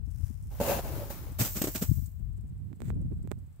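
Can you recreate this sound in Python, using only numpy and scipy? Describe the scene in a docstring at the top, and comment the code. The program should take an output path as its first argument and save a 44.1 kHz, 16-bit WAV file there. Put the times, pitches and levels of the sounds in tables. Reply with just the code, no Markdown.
"""Wind buffets two microphone ports throughout; a sleeve rustles and ice ticks faintly on a pole.
From 0.5 s a long roof rake drags a slab of snow over the eave: the plastic blade catches and
creaks, the snow crunches, crumbles and slides off. From 1.4 s the chunks thud and splash on the
ground and crumbs patter after them. From 2.7 s specks of snow pop on the right port."""
import sys
import numpy as np
from scipy import signal
from scipy.fft import rfft, irfft
from scipy.io import wavfile
from scipy.ndimage import uniform_filter1d

SR = 44100
rng = np.random.default_rng(int(sys.argv[2]) if len(sys.argv) > 2 else 0)


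def store_pcm(level_fs):
    """Save levels as 16-bit WAV."""
    pcm = np.round(np.clip(level_fs, -1, 1) * 32767).astype(np.int16)
    wavfile.write(sys.argv[1], SR, np.atleast_2d(pcm).T)


N = 158760
T = np.arange(N) / SR
HZ = np.fft.rfftfreq(N, 1 / SR)


def amp(db):
    """Decibels to gain."""
    return 10 ** (np.asarray(db) / 20)


def unit_rms(x):
    """Scales to rms 1."""
    return x / np.sqrt(np.mean(x ** 2) + 1e-20)


def steadied(x):
    """Holds a stereo texture near rms 1 from moment to moment."""
    x = unit_rms(x)
    return x / np.sqrt(uniform_filter1d((x ** 2).mean(0), size=800) + 1e-6)


def log_interp(points, hz):
    """Interpolates on a log-frequency axis."""
    f, value = np.transpose(points)
    return np.interp(np.log(np.maximum(hz, f[0])), np.log(f), value)


def level(points):
    """Gain over time from (s, dB) points, silent outside them."""
    s, db = np.transpose(points)
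    return amp(np.interp(T, s, db, left=-140, right=-140))


def burst(start_s, rise_s, decay_s):
    """Envelope: linear rise, exponential decay."""
    t = T - start_s
    return np.clip(t / rise_s, 0, 1) * np.exp(-np.maximum(t - rise_s, 0) / decay_s)


def pan(left_over_right_db):
    """Stereo gains of constant power."""
    return unit_rms(amp([[left_over_right_db / 2], [-left_over_right_db / 2]]))


def colour(x, spectrum):
    """Filters by (Hz, dB) points, then scales to rms 1."""
    return unit_rms(irfft(rfft(x) * amp(log_interp(spectrum, HZ)), N))


def drift():
    """Random wander at rms 1, smoothed over 1/30 s."""
    return unit_rms(signal.oaconvolve(rng.standard_normal(N), np.hanning(SR // 30), "same"))


def resonate(x, hz, width_hz):
    """Unity-gain resonance with a moving centre."""
    carrier = np.exp(2j * np.pi * np.cumsum(hz) / SR)
    radius = np.exp(-np.pi * width_hz / SR)
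    return 2 * (carrier * signal.lfilter([1 - radius], [1, -radius], x / carrier)).real


def grains(per_s, spread_db):
    """Tiny random fractures of uneven size at two ports, alike in the bass."""
    # Each row: frequency in Hz, left-right correlation.
    correlation = [(500, 0.89), (1300, 0.27), (4500, 0.041)]
    size = amp(spread_db * np.minimum(rng.exponential(1, N), 4))
    left, other = rfft(rng.standard_normal((2, N)) * size * (rng.random(N) < per_s / SR))
    alike = log_interp(correlation, HZ)
    right = alike * left + np.sqrt(1 - alike ** 2) * other
    return unit_rms(irfft([left, right], N))


def thump(centre_s, db, hz, cycles):
    """A few low pressure swings under a Gaussian envelope."""
    turns = hz * (T - centre_s)
    return amp(db) * np.exp(-(turns / cycles) ** 2) * np.sin(2 * np.pi * (turns + rng.random()))


def air():
    """Faint steady hiss."""
    # Each row: frequency in Hz, relative density in dB.
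    spectrum = [(500, 16), (6600, -4.5), (8000, 6.5), (9500, -3), (15000, 3.5)]
    return amp(-71) * colour(rng.standard_normal((2, N)), spectrum)


def turbulence(levels, edge, flurry_above_hz=140, flurry_db=6):
    """Rumble at one port, scaled in pitch by its upper edge; the upper part comes in flurries."""
    # Each row: multiple of the edge frequency, relative density in dB.
    spectrum = [(.12, -43), (.36, 2), (.8, -1), (1.2, -8), (2.8, -33.5), (4.5, -50), (40, -84.5)]
    hz, t, bins = signal.stft(rng.standard_normal(N), SR, nperseg=2048, noverlap=1536)
    edge_hz = np.interp(t, *np.transpose(edge))
    bins = bins * amp(log_interp(spectrum, hz[:, None] / edge_hz))
    rumble = unit_rms(signal.istft(bins, SR, nperseg=2048, noverlap=1536)[1][:N])
    low = signal.sosfiltfilt(signal.butter(2, flurry_above_hz, fs=SR, output="sos"), rumble)
    rumble = low + (rumble - low) * unit_rms(amp(flurry_db * drift()))
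    power = uniform_filter1d(uniform_filter1d(rumble ** 2, size=2000), size=2000)
    return rumble / np.sqrt(power + 1e-6) * amp(np.interp(T, *np.transpose(levels)))


def wind():
    """Separate turbulence at each port; single eddies thump the left one."""
    # Each row: time in seconds, level in dB.
    left_levels = [(0, -30.5), (.31, -34), (.6, -41.5), (.98, -31.5), (1.15, -47.5), (1.28, -34.5),
                   (1.8, -39.5), (1.98, -24), (2.13, -40.5), (2.22, -28), (2.78, -50.5), (2.86, -28.5),
                   (3.14, -32.5), (3.58, -52)]
    right_levels = [(.12, -48.5), (.32, -54), (.47, -35), (1.85, -43.5), (1.97, -50), (2.6, -37),
                    (2.645, -33), (2.78, -45), (2.92, -30.5), (3.4, -37.5), (3.56, -52)]
    # Each row: time in seconds, upper edge of the rumble in Hz.
    left_edge = [(0, 109.8)]
    right_edge = [(2.2, 118.3), (2.95, 211), (3.56, 122)]
    # Each row: centre in seconds, envelope peak in dB, frequency in Hz.
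    eddies = [(0.24, -16.5, 86.4), (.308, -29, 192), (1.897, -11, 97.5), (1.92, -11.5, 123),
              (1.916, -17.5, 215), (2.028, -29.5, 172)]
    gusts = np.array([turbulence(left_levels, left_edge), turbulence(right_levels, right_edge)])
    return gusts + pan(27) / np.sqrt(2) * sum(thump(*row, cycles=0.65) for row in eddies)


def wall(x, db=-19.5, t60_s=0.2, gap_s=0.006):
    """Short scatter from the house wall and the eave."""
    t = T[:SR // 4]
    tail = rng.standard_normal((2, len(t))) * amp(-60 * t / t60_s) * (t > gap_s)
    return amp(db) * signal.oaconvolve(x, tail / np.linalg.norm(tail[0]), axes=1)[:, :N]


def specks(swing_hz=318, swing_decay_s=0.0018):
    """Snow hits the right port: each speck a pressure spike and a low swing; one brief scuff."""
    # Each row: start in seconds, spike level before filtering in dB, width in seconds.
    hits = [(2.730, -37, 0.0003), (2.8045, -27.5, 0.00012), (2.8193, -21, 0.00012), (2.9031, -24, 0.00065),
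            (3.275, -26.5, 0.000071), (3.311, -27.5, 0.000067), (3.316, -14, 0.00012),
            (3.3206, -23.5, 0.0014)]
    # Each row: time in seconds, level in dB.
    scuff_levels = [(2.80, -85), (2.825, -65), (2.895, -56), (2.92, -71)]
    # Each row: frequency in Hz, gain in dB.
    port_response = [(900, 0), (2400, -0.5), (2850, -8.5), (3550, -5.5), (5600, -13.5), (7900, 2),
                     (10300, -15), (14000, -4)]
    t, pressure = T[:SR // 25], np.zeros(N)
    swing = amp(-2.5) * np.exp(-t / swing_decay_s) * np.sin(2 * np.pi * swing_hz * t)
    for start_s, db, width_s in hits:
        u = 2 * np.pi * t / width_s
        pressure[round(start_s * SR):][:len(t)] += amp(db) * (u * np.exp(1 - u) - swing)
    pops = irfft(rfft(pressure) * amp(log_interp(port_response, HZ)), N)
    scuff = level(scuff_levels) * colour(grains(12000, 5.2), port_response)
    return pan(-25.5) * (pops / np.sqrt(2) + scuff)


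def sleeve():
    """Cloth rubs as the arms move."""
    # Each row: time in seconds, level in dB.
    rubs = [(.05, -72), (.26, -58.5), (.38, -68.5), (.9, -57)]
    # Each row: frequency in Hz, relative density in dB.
    cloth = [(1500, -1.5), (4400, -8.5), (5200, 1)]
    return level(rubs) * pan(4.5) * colour(grains(9900, 4.8), cloth)


def pole_ticks(decay_s=0.0072, faint_per_s=8, faint_db=-69):
    """Bits of ice tick on the pole, with fainter ticks at random."""
    # Each row: start in seconds, level in dB.
    ticks = [(.112, -58), (0.425, -57), (1.32, -52), (2.059, -47.5), (2.408, -62.5), (3.013, -62.5),
             (3.227, -63.5)]
    # Each row: frequency in Hz, relative density in dB.
    spectrum = [(500, -14), (3000, -16.5), (6500, -2.5), (8200, 11), (9800, -3)]
    faint = signal.oaconvolve(rng.random(N) < faint_per_s / SR, np.exp(-T / decay_s))[:N]
    distinct = sum(amp(db) * burst(s, 1 / SR, decay_s) for s, db in ticks)
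    return (amp(faint_db) * faint + distinct) * colour(grains(25000, 3.6), spectrum)


def slap(start_s, db, hz):
    """A flat face meets the ground: a sharp push of air, a slower rebound."""
    u = 2 * np.pi * hz * np.maximum(T - start_s, 0)
    push = u * (2 - u) * np.exp(-u)
    return amp(db) * push / push.max()


def landing(thud_decay_ratio=0.53):
    """Chunks pack with a thud and burst into grains; firm ones slap; loose crumbs keep falling."""
    # Each row: start, rise and splash decay in seconds, thud and splash levels in dB.
    chunks = [(1.383, 0.027, 0.038, -29.5, -26), (1.443, 0.019, 0.017, -46, -38),
              (1.549, .022, 0.028, -36, -33.5), (1.615, 0.0032, 0.0099, -25, -25.5),
              (1.638, 0.0042, 0.015, -27, -31), (1.671, 0.0019, 0.024, -28.5, -36.5),
              (1.743, 0.017, 0.018, -34, -30), (1.812, .014, 0.014, -25.5, -29.5)]
    # Each row: start in seconds, peak in dB, frequency in Hz.
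    slaps = [(1.619, -22, 325), (1.642, -25, 292), (1.6724, -27.5, 560), (1.682, -26.5, 226)]
    # Each row: time in seconds, level in dB.
    crumb_levels = [(1.375, -93), (1.39, -32), (1.52, -36.5), (1.86, -40.5), (2.06, -52), (2.12, -63.5),
                    (2.35, -78)]
    # Each row: frequency in Hz, relative density in dB.
    thud_spectrum = [(30, -12.5), (70, -5), (130, -2.5), (220, 2), (480, -13.5), (650, -12), (1000, -42),
                     (5000, -56)]
    splash_spectrum = [(600, 1), (4500, -3), (8200, 4), (9500, -10), (13000, 5.5), (15500, 1)]
    crumb_spectrum = [(1500, -11.5), (3500, -13), (5500, -4), (8300, 2.5), (9500, -10.5), (14000, 9.5)]
    packing = sum(amp(db) * burst(s, rise, decay * thud_decay_ratio) for s, rise, decay, db, _ in chunks)
    bursting = sum(amp(db) * burst(s, rise, decay) for s, rise, decay, _, db in chunks)
    thuds = packing * steadied(colour(grains(8300, 3.3), thud_spectrum))
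    splashes = bursting * colour(grains(11000, 2.1), splash_spectrum)
    crumbs = level(crumb_levels) * colour(grains(13000, 2.5), crumb_spectrum)
    slab = thump(centre_s=1.416, db=-21.5, hz=119, cycles=1.57)
    blows = slab + sum(slap(*row) for row in slaps)
    return pan(2.5) * (thuds + blows) + pan(-1.5) * (splashes + crumbs)


def crumble():
    """The slab breaks up over the eave in dull, uneven lumps."""
    # Each row: time in seconds, level in dB.
    breakup = [(.82, -51), (.99, -44), (1.06, -53.5), (1.33, -54.5)]
    lumps = resonate(grains(700, 3.07), hz=348 * np.exp(0.36 * drift()), width_hz=37)
    return level(breakup) * steadied(lumps)


def flex(depth=0.028):
    """Wavering pitch factor of the flexing blade."""
    return 1 + depth * drift()


def creak(hz=552, roughness=0.5, rough_hz=500):
    """Stick-slip locks onto the blade's main mode: a rough groan that builds and lets go."""
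    # Each row: start, rise and decay in seconds, envelope peak in dB.
    creaks = [(.66, .057, .009, -23), (.783, .01, .005, -23.5), (1.0, .025, .025, -37.5)]
    turns = np.cumsum(hz * flex()) / SR
    grip = 1 + roughness * unit_rms(uniform_filter1d(rng.standard_normal(N), size=SR // rough_hz))
    envelope = sum(amp(db) * burst(s, rise, decay) for s, rise, decay, db in creaks)
    return envelope * grip * np.sin(2 * np.pi * turns)


def rake(contact_s=0.00024, rasp_above_hz=2000):
    """Stick-slip and catches ring the blade; snow grinds and crunches, rasping in the upper modes."""
    # Blade force on the roof, snow crushing. Each row: time in seconds, level in dB.
    drag = [(.49, -90), (.515, -50.5), (.597, -62), (.604, -31), (.655, -34), (.715, -27.5), (.797, -34.5),
            (.822, -62), (.85, -41.5), (1.02, -50.5), (1.38, -71)]
    crush = [(.49, -72), (.52, -55), (.597, -49), (.604, -37), (.70, -30.5), (.795, -38.5), (.815, -43.5),
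             (1.0, -43.5), (1.095, -48.5), (1.106, -35.5), (1.14, -44), (1.39, -56)]
    # Each row: start in seconds, strength in dB.
    catches = [(.6015, -20), (0.612, -15), (1.104, -32)]
    # Blade and pole. Each row: frequency in Hz, width in Hz, relative level in dB.
    modes = [(240, 50, -8), (562, 42, 0), (820, 100, -11), (1540, 80, -19), (2640, 240, -21),
             (6660, 130, -24)]
    # Each row: frequency in Hz, relative density in dB.
    scrape_spectrum = [(150, -20), (280, -3), (420, -7), (640, 1), (880, -3), (980, -17), (2200, -24)]
    crunch_spectrum = [(300, -5), (1000, 3.5), (3000, -7), (7500, -6), (9800, -8.5), (14000, 2)]
    t = T[:SR // 8]
    ring = sum(amp(db) * np.sqrt(width) * np.exp(-np.pi * width * t) * np.sin(2 * np.pi * hz * t)
               for hz, width, db in modes)
    ring /= abs(ring).max()
    impulses = sum(amp(db) * burst(s, contact_s, contact_s) for s, db in catches) / (contact_s * SR)
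    knocks = signal.oaconvolve(impulses, ring)[:N]
    force = level(drag)
    pressure = force / force.max()
    judder = steadied(signal.oaconvolve(grains(2500, 3.0), ring[None], axes=1)[:, :N])
    judder *= amp(-3) * pressure ** 0.14  # rings more when pressed harder
    scrape = amp(-4.5) * colour(grains(5000, 2.8), scrape_spectrum)
    crunch = amp(-0.5) * pan(4) * colour(grains(14000, 1.5), crunch_spectrum)
    rasp = sum(resonate(crunch, hz * flex(), width) for hz, width, _ in modes if hz > rasp_above_hz)
    rasp *= amp(8.5) * pressure ** 0.95
    return force * (judder + scrape) + level(crush) * (crunch + rasp) + knocks


def scene():
    """Rake and falling snow by the wall; wind and handling close to the microphone."""
    snow = rake() + creak() + crumble() + landing()
    return air() + wind() + wall(snow) + pole_ticks() + sleeve() + specks() + snow


def record(dry, low_cut_hz=40, high_cut_hz=15720):
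    """Low cut and band limit."""
    cut = irfft(rfft(dry) / np.sqrt(1 + (low_cut_hz / (HZ + 1)) ** 8), N)
    lowpass = signal.firwin(601, high_cut_hz, window=("kaiser", 8), fs=SR)
    return signal.oaconvolve(cut, lowpass[None], "same")


dry = scene()
out = record(dry)
store_pcm(out)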